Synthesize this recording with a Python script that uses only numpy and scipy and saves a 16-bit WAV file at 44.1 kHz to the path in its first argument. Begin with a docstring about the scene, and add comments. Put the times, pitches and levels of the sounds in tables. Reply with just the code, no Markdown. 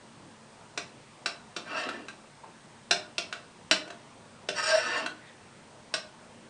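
"""Knocks and two scraping drags of a metal spoon in a ceramic bowl of thick yogurt, in a hard-walled kitchen,
over room rumble, microphone hiss, faint hums and a thin whine; a few faint brushes and brief singing throbs.
Knocks ring the counter's thump and the damped modes of bowl and spoon; drags drive the modes with stick-slip
clicks; brushes are noise puffs. Sparse echoes carry knocks, drags and brushes on; the singing is swelling
sines, the floor shaped noise."""
import sys
import numpy as np
from scipy import signal
from scipy.io import wavfile
from scipy.ndimage import uniform_filter1d

SR = 44100
rng = np.random.default_rng(int(sys.argv[2]) if len(sys.argv) > 2 else 0)


def attenuation_scalar(level_db):
    """Turn a level in dB into a linear amplitude multiplier (20 dB per decade)."""
    decades = np.asarray(level_db, float) / 20
    return 10 ** decades


def generate_wav(signal):
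    """Clip the signal to [-1, 1] and save it as 16-bit WAV at the path in sys.argv[1]."""
    frames = np.transpose(np.atleast_2d(signal))
    scaled = np.clip(frames, -1, 1) * 32767
    pcm = np.round(scaled).astype(np.int16)
    wavfile.write(sys.argv[1], SR, pcm)


N = 286209

# Thump of the counter (first row), then modes of bowl and spoon, heavily damped by the yogurt.
# Each row: frequency in Hz, relative level in dB, nominal t60 in seconds.
MODES = [(182, -2, .12), (311, -1, 0.093), (388.6, 1, 0.068), (503, -2.5, 0.037), (610.5, -7, 0.23),
         (633.4, -3, 0.074), (692, -5.5, .25), (930, -3.5, 0.011), (1087, -3, 0.015), (1294, -1, 0.023),
         (1461, -2, 0.056), (1572, -2.5, 0.052), (1745, 1, 0.013), (1930, -12, 0.048), (2260, -14.5, 0.088),
         (2383, -3, 0.022), (2627, -0.5, 0.024), (2736, 0.5, 0.024), (3010, -5, 0.012), (3545, -5.5, 0.029),
         (3694, 1, 0.015), (3999, 4.5, 0.038), (4163, -6, 0.075), (4585, 9.5, 0.009), (5105, 4.5, 0.039),
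         (5452, 8, 0.057), (5707, 6, 0.037), (6200, -12, 0.012), (7000, 1, .02), (7830, -3.5, 0.045),
         (8510, -4.5, 0.029), (8240, -1, 0.029)]
# Ranges of ringing that a contact favours. Entries in Hz: thud, lowest ring, second to fifth ring, top.
RANGES_HZ = [300, 640, 1500, 2650, 3950, 5200, 8300]
# Spoon blows. Each row: start in seconds, relative strength in dB, lowest ring against it in dB,
# hardness in dB, extra fifth ring and top from the spoon's edge in dB.
KNOCKS = [(0.775, -26, -6, 1, 7), (1.259, -24, -6, 3.5, 2.5), (1.5634, -31, -2, 5.5, -0.5),
          (1.8878, -27.5, -6.5, -6, -22), (2.0829, -33.5, -14, -1.5, -41), (2.9093, -17, -6, 4, 6),
          (3.1807, -26.5, -3.5, 5.5, 7), (3.3256, -25.5, -15.5, -5.5, -42), (3.7109, -15, -7.5, 5.5, -1.5),
          (3.8761, -41.5, 5.5, -14, 0), (3.9024, -32.5, -5, -11.5, -19), (4.487, -25.5, -4, 2, 3),
          (5.0604, -23, -12.5, -5.5, -21), (5.9387, -20, -9.5, 0, 9)]
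# Drags along the wall, one list each. Each row: time in seconds, relative pressure in dB,
# depth in the yogurt from 0 to 1.
DRAGS = [
    [(1.63, -59, 0.9), (1.67, -46.5, 0.7), (1.73, -38, 0.77), (1.8, -33, .4), (1.87, -43, 0.84),
     (1.93, -45, .8), (2.0, -50.5, 0.94), (2.07, -68, .95)],
    [(4.53, -63, 0.4), (4.555, -38.5, 0.2), (4.577, -30, 0.07), (4.62, -35, 0), (4.68, -27.5, 0.08),
     (4.76, -31.5, .1), (4.82, -35.5, 0.37), (4.9, -32.5, 0.62), (4.98, -32.5, 0.51), (5.03, -39.5, 0.72),
     (5.08, -55, 1)],
]
# Spoon brushing through the yogurt. Each row: centre in seconds, rms level at the centre in dB,
# frequency in Hz, time from the centre to 1/e in seconds.
BRUSHES = [(2.443, -46.5, 960, 0.0071), (2.464, -54, 930, 0.0062), (5.26, -58, 1930, 0.079),
           (5.282, -58.5, 3650, 0.024)]
# Echo decay of the kitchen. Each row: frequency in Hz, t60 in seconds.
KITCHEN = [(250, 0.51), (700, 0.38), (2000, 0.3), (5000, 0.28), (9000, 0.23)]
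# Spectrum of rumble and hiss. Each row: frequency in Hz, relative level in dB per Hz.
FLOOR = [(15, -62.5), (25, -6.5), (70, -28), (97, -2), (148, -8), (163, -1.5), (232, -4.5), (383, -5),
         (557, -5), (733, -7.5), (896, -5.5), (1480, -11.5), (7520, -22), (8310, -20), (9900, -25.5),
         (12900, -62.5), (21800, -120)]
# Wavering hums. Each row: frequency in Hz, rms level in dB, width in Hz.
HUMS = [(105.8, -72, 3.6), (140.3, -66, 10), (226.3, -63, 9.8), (930, -75, 22)]
# Throbs of the slipping spoon locked onto the lowest ring. Each row: start in seconds,
# start of the quick fall in seconds, top rms level in dB, frequency in Hz.
SINGING = [(4.656, 4.707, -30.5, 631), (4.715, 4.756, -19, 633), (4.768, 4.785, -23, 642)]
# Upper rings of a knock. Entries in dB: third, fourth, fifth ring, top.
UPPER_DB = [1.5, -3.5, -20, -17]
# Share of the hardness each upper ring gains. Entries as factors: third, fourth, fifth ring, top.
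UPPER_SHARE = [0.82, 0.91, 1.8, 0.28]
# Drag colour above the yogurt. Entries in relative dB, one for each of RANGES_HZ.
DRY_DB = [-48, -5, 3.5, -2.5, -11, -7, -7]
# Drag colour deep in the yogurt. Entries in relative dB, one for each of RANGES_HZ.
DEEP_DB = [13, 5, 3, -0.5, -17, -25, -27]


def evened(x):
    """Scales to rms 1."""
    return x / np.sqrt(np.mean(x ** 2) + 1e-20)


def read(points, hz):
    """Reads a spectrum table on a log-frequency axis."""
    f, value = np.transpose(points)
    return np.interp(np.log(hz + 1), np.log(f + 1), value)


def ring(x, hz, t60_s):
    """One decaying mode as a two-pole resonator; a unit click rings with height 1."""
    r = 10 ** (-3 / (t60_s * SR))
    turn = 2 * np.pi * hz / SR
    return signal.lfilter([np.sin(turn)], [1, -2 * r * np.cos(turn), r * r], x)


def floor(floor_db=-53.5):
    """Rumble and hiss as shaped noise with faint drifting patches, plus hums of narrow noise."""
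    frames, hz = N // 512 + 5, np.fft.rfftfreq(2048, 1 / SR)
    real, imag, patches = rng.standard_normal((3, len(hz), frames))
    patches = uniform_filter1d(patches, size=20, axis=0)
    patches = evened(uniform_filter1d(patches, size=8, axis=1))
    # the distant rumble is patchier than the hiss
    patchy_db = 1.9 * np.clip(1500 / (hz + 1), .2, 1)[:, None]
    z = (real + 1j * imag) * attenuation_scalar(read(FLOOR, hz)[:, None] + patchy_db * patches)
    noise = signal.istft(z, nperseg=2048, noverlap=1536)[1][:N]
    out = attenuation_scalar(floor_db) * evened(noise)
    for f, db, width_hz in HUMS:
        out += attenuation_scalar(db) * evened(ring(rng.standard_normal(N), f, 2.4 / width_hz))
    return out


def whine(hz=8123, rms_db=-76):
    """A steady electronic sine."""
    return np.sqrt(2) * attenuation_scalar(rms_db) * np.sin(2 * np.pi * hz * np.arange(N) / SR)


def blend(levels_db, hz):
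    """Level at hz between the favoured ranges; levels_db holds one row a range."""
    place = np.interp(np.log(hz), np.log(RANGES_HZ), range(len(RANGES_HZ)))
    return sum(max(1 - abs(place - k), 0) * row for k, row in enumerate(levels_db))


def knocks(knock_db=-4, thud_db=-9):
    """Each blow rings all rows of MODES, weighted and detuned by the place hit; a few ms of rattle lie on top."""
    t, out = np.arange(8000) / SR, np.zeros(N + SR)
    place_db, detune = 2.5, .007  # standard deviations
    rise_s, crack_db, rattle_s = .0014, -28, .0057
    for s, second_db, low_db, hard_db, edge_db in KNOCKS:
        upper_db = UPPER_DB + hard_db * np.array(UPPER_SHARE)
        levels_db = second_db + np.r_[low_db + thud_db, low_db, 0, upper_db]
        levels_db[-2:] += edge_db
        # a weak blow leaves the spoon resting on the wall: short ring
        free = np.clip(attenuation_scalar(0.17 * (second_db + 20.5)), .35, 1.1)
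        sound = np.zeros(len(t))
        for hz, db, t60_s in MODES:
            weight, shift, phase = rng.standard_normal(3)  # phase in turns
            size_db = blend(levels_db, hz) + db + knock_db + place_db * weight
            decay = attenuation_scalar(size_db - 60 * t / (free * t60_s))
            sound += decay * np.sin(2 * np.pi * (hz * (1 + detune * shift) * t + phase))
        rattle = np.zeros(len(t))
        rattle[:1800] = rng.standard_normal(1800) * np.exp(-t[:1800] / rattle_s)
        clicks = np.diff(rattle, prepend=0)
        for hz in np.geomspace(400, 5600, num=14):
            band = ring(clicks, hz, 12 / hz) * 32000 / (hz + 2500)
            sound += attenuation_scalar(blend(levels_db, hz) + crack_db) * band
        at = round(s * SR)
        out[at:at + len(t)] += sound * (1 - np.exp(-t / rise_s))  # the yogurt cushions the contact
    return out[:N]


def kitchen(x):
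    """Sparse echoes of random sign, each band dying at its own speed; three tails trade weight in rotation."""
    out, t_all = np.zeros(N), np.arange(N) / SR
    for k in range(3):
        taps = np.zeros(SR // 2)
        at = np.arange(160, len(taps) - 20, 20)
        taps[at + rng.integers(0, 20, len(at))] = rng.choice([-1., 1.], len(at))
        hz, t, z = signal.stft(taps, SR, nperseg=256)
        z = z * attenuation_scalar(-60 * t / read(KITCHEN, hz)[:, None])
        tail = signal.istft(z, SR, nperseg=256)[1]
        # 3.1 Hz rotation stands for the moving spoon
        turn = np.sqrt(2 / 3) * np.cos(2 * np.pi * (3.1 * t_all + k / 3))
        out += signal.fftconvolve(x * turn, tail / np.linalg.norm(tail))[:N]
    return out


def resonate(x, hz, width_hz):
    """A moving resonance of gain 1: shifts the curve hz down to zero, smooths, and shifts back."""
    turn = np.exp(2j * np.pi * np.cumsum(hz) / SR)
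    r = np.exp(-np.pi * width_hz / SR)
    return 2 * (turn * signal.lfilter([1 - r], [1, -r], x / turn)).real


def slow_wander(t):
    """Six slow sines of random phase, 2 to 14 Hz, at rms 1."""
    return evened(sum(np.sin(2 * np.pi * (f * t + rng.random())) for f in np.geomspace(2, 14, num=6)))


def stick_slip(n):
    """Dense clicks of uneven size, clumped by rough spots in the glaze."""
    size = attenuation_scalar(3 * np.minimum(rng.exponential(1, n), 4))
    clumps = attenuation_scalar(1.8 * evened(uniform_filter1d(rng.standard_normal(n), size=300)))
    return evened(rng.standard_normal(n) * size * clumps * (rng.random(n) < .2))


def drags(drag_db=-10, grit_db=-3, pressed=0.89):
    """Stick-slip drives modes widened by the pressing spoon, each wandering as the contact moves."""
    out, wander_db, drift = np.zeros(N), 2.5, .012
    for rows in DRAGS:
        s, pressure_db, depth = np.transpose(rows)
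        depth = np.clip(depth, 0, 1)
        t = np.arange(s[0], s[-1], 1 / SR)
        levels_db = [np.interp(t, s, pressure_db + dry_db + (deep_db - dry_db) * depth)
                     for dry_db, deep_db in zip(DRY_DB, DEEP_DB)]
        slips = stick_slip(len(t))
        sound = np.zeros(len(t))
        for hz, db, t60_s in MODES[1:]:  # the counter's thump needs a blow
            wander, bend = slow_wander(t), slow_wander(t)
            line_hz, width_hz = hz * (1 + drift * bend), pressed / t60_s + 50
            # twice: dark between the modes
            rung = resonate(resonate(slips, line_hz, width_hz), line_hz, 3 * width_hz)
            sound += attenuation_scalar(blend(levels_db, hz) + db + wander_db * wander) * evened(rung)
        for hz in np.geomspace(260, 8000, num=22):  # grit between the modes
            band = signal.butter(2, [hz / 1.12, hz * 1.12], "band", fs=SR, output="sos")
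            sound += attenuation_scalar(blend(levels_db, hz) + grit_db) * evened(signal.sosfilt(band, slips))
        at = round(s[0] * SR)
        out[at:at + len(t)] += attenuation_scalar(drag_db) * sound * signal.windows.tukey(len(t), .08)
    return out


def brushes():
    """Soft puffs of narrow noise."""
    t, out = np.arange(N) / SR, np.zeros(N)
    for s, db, hz, length_s in BRUSHES:
        noise = evened(ring(rng.standard_normal(N), hz, 12 / hz))
        out += attenuation_scalar(db) * np.exp(-((t - s) / length_s) ** 2) * noise
    return out


def singing(swell_db=15, fall_s=0.0047):
    """Near-pure, slightly rough throbs at the lowest ring; each swells, then breaks off quickly."""
    t, out = np.arange(N) / SR, np.zeros(N)
    rough = 1 + 0.024 * evened(uniform_filter1d(rng.standard_normal(N), size=150))
    for start, end, top_db, hz in SINGING:
        grown = np.clip((t - start) / (end - start), 0, 1)
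        level = attenuation_scalar(top_db - swell_db * (1 - grown) ** 2) * np.minimum(8 * grown, 1)
        fall = np.exp(-(np.maximum(t - end, 0) / fall_s) ** 2)
        out += level * fall * np.sin(2 * np.pi * hz * t)
    return np.sqrt(2) * rough * out


def scene(low_cut_hz=164, high_cut_hz=9200, echo_db=-3.5):
    """Sums band-limited contacts, their echoes, the singing, the floor and the whine."""
    near = knocks() + drags() + brushes()
    # a small bowl radiates no deep bass
    near = signal.sosfilt(signal.butter(4, low_cut_hz, "high", fs=SR, output="sos"), near)
    # the small microphone loses the very top
    near = signal.sosfilt(signal.butter(6, high_cut_hz, fs=SR, output="sos"), near)
    return (near + singing() + attenuation_scalar(echo_db) * kitchen(near) + floor() + whine())[None]


def band_limit(x):
    """A steep low-pass at the top of the band."""
    return signal.sosfilt(signal.butter(12, 10180, fs=SR, output="sos"), x)


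def record(dry):
    """Band limit of the camera: a steep linear-phase low-pass at 10080 Hz."""
    edge = signal.firwin(601, 10080, window=("kaiser", 9), fs=SR)
    mix = signal.oaconvolve(dry, edge[None], "same")
    return band_limit(mix)


dry = scene()
out = record(dry)
generate_wav(out)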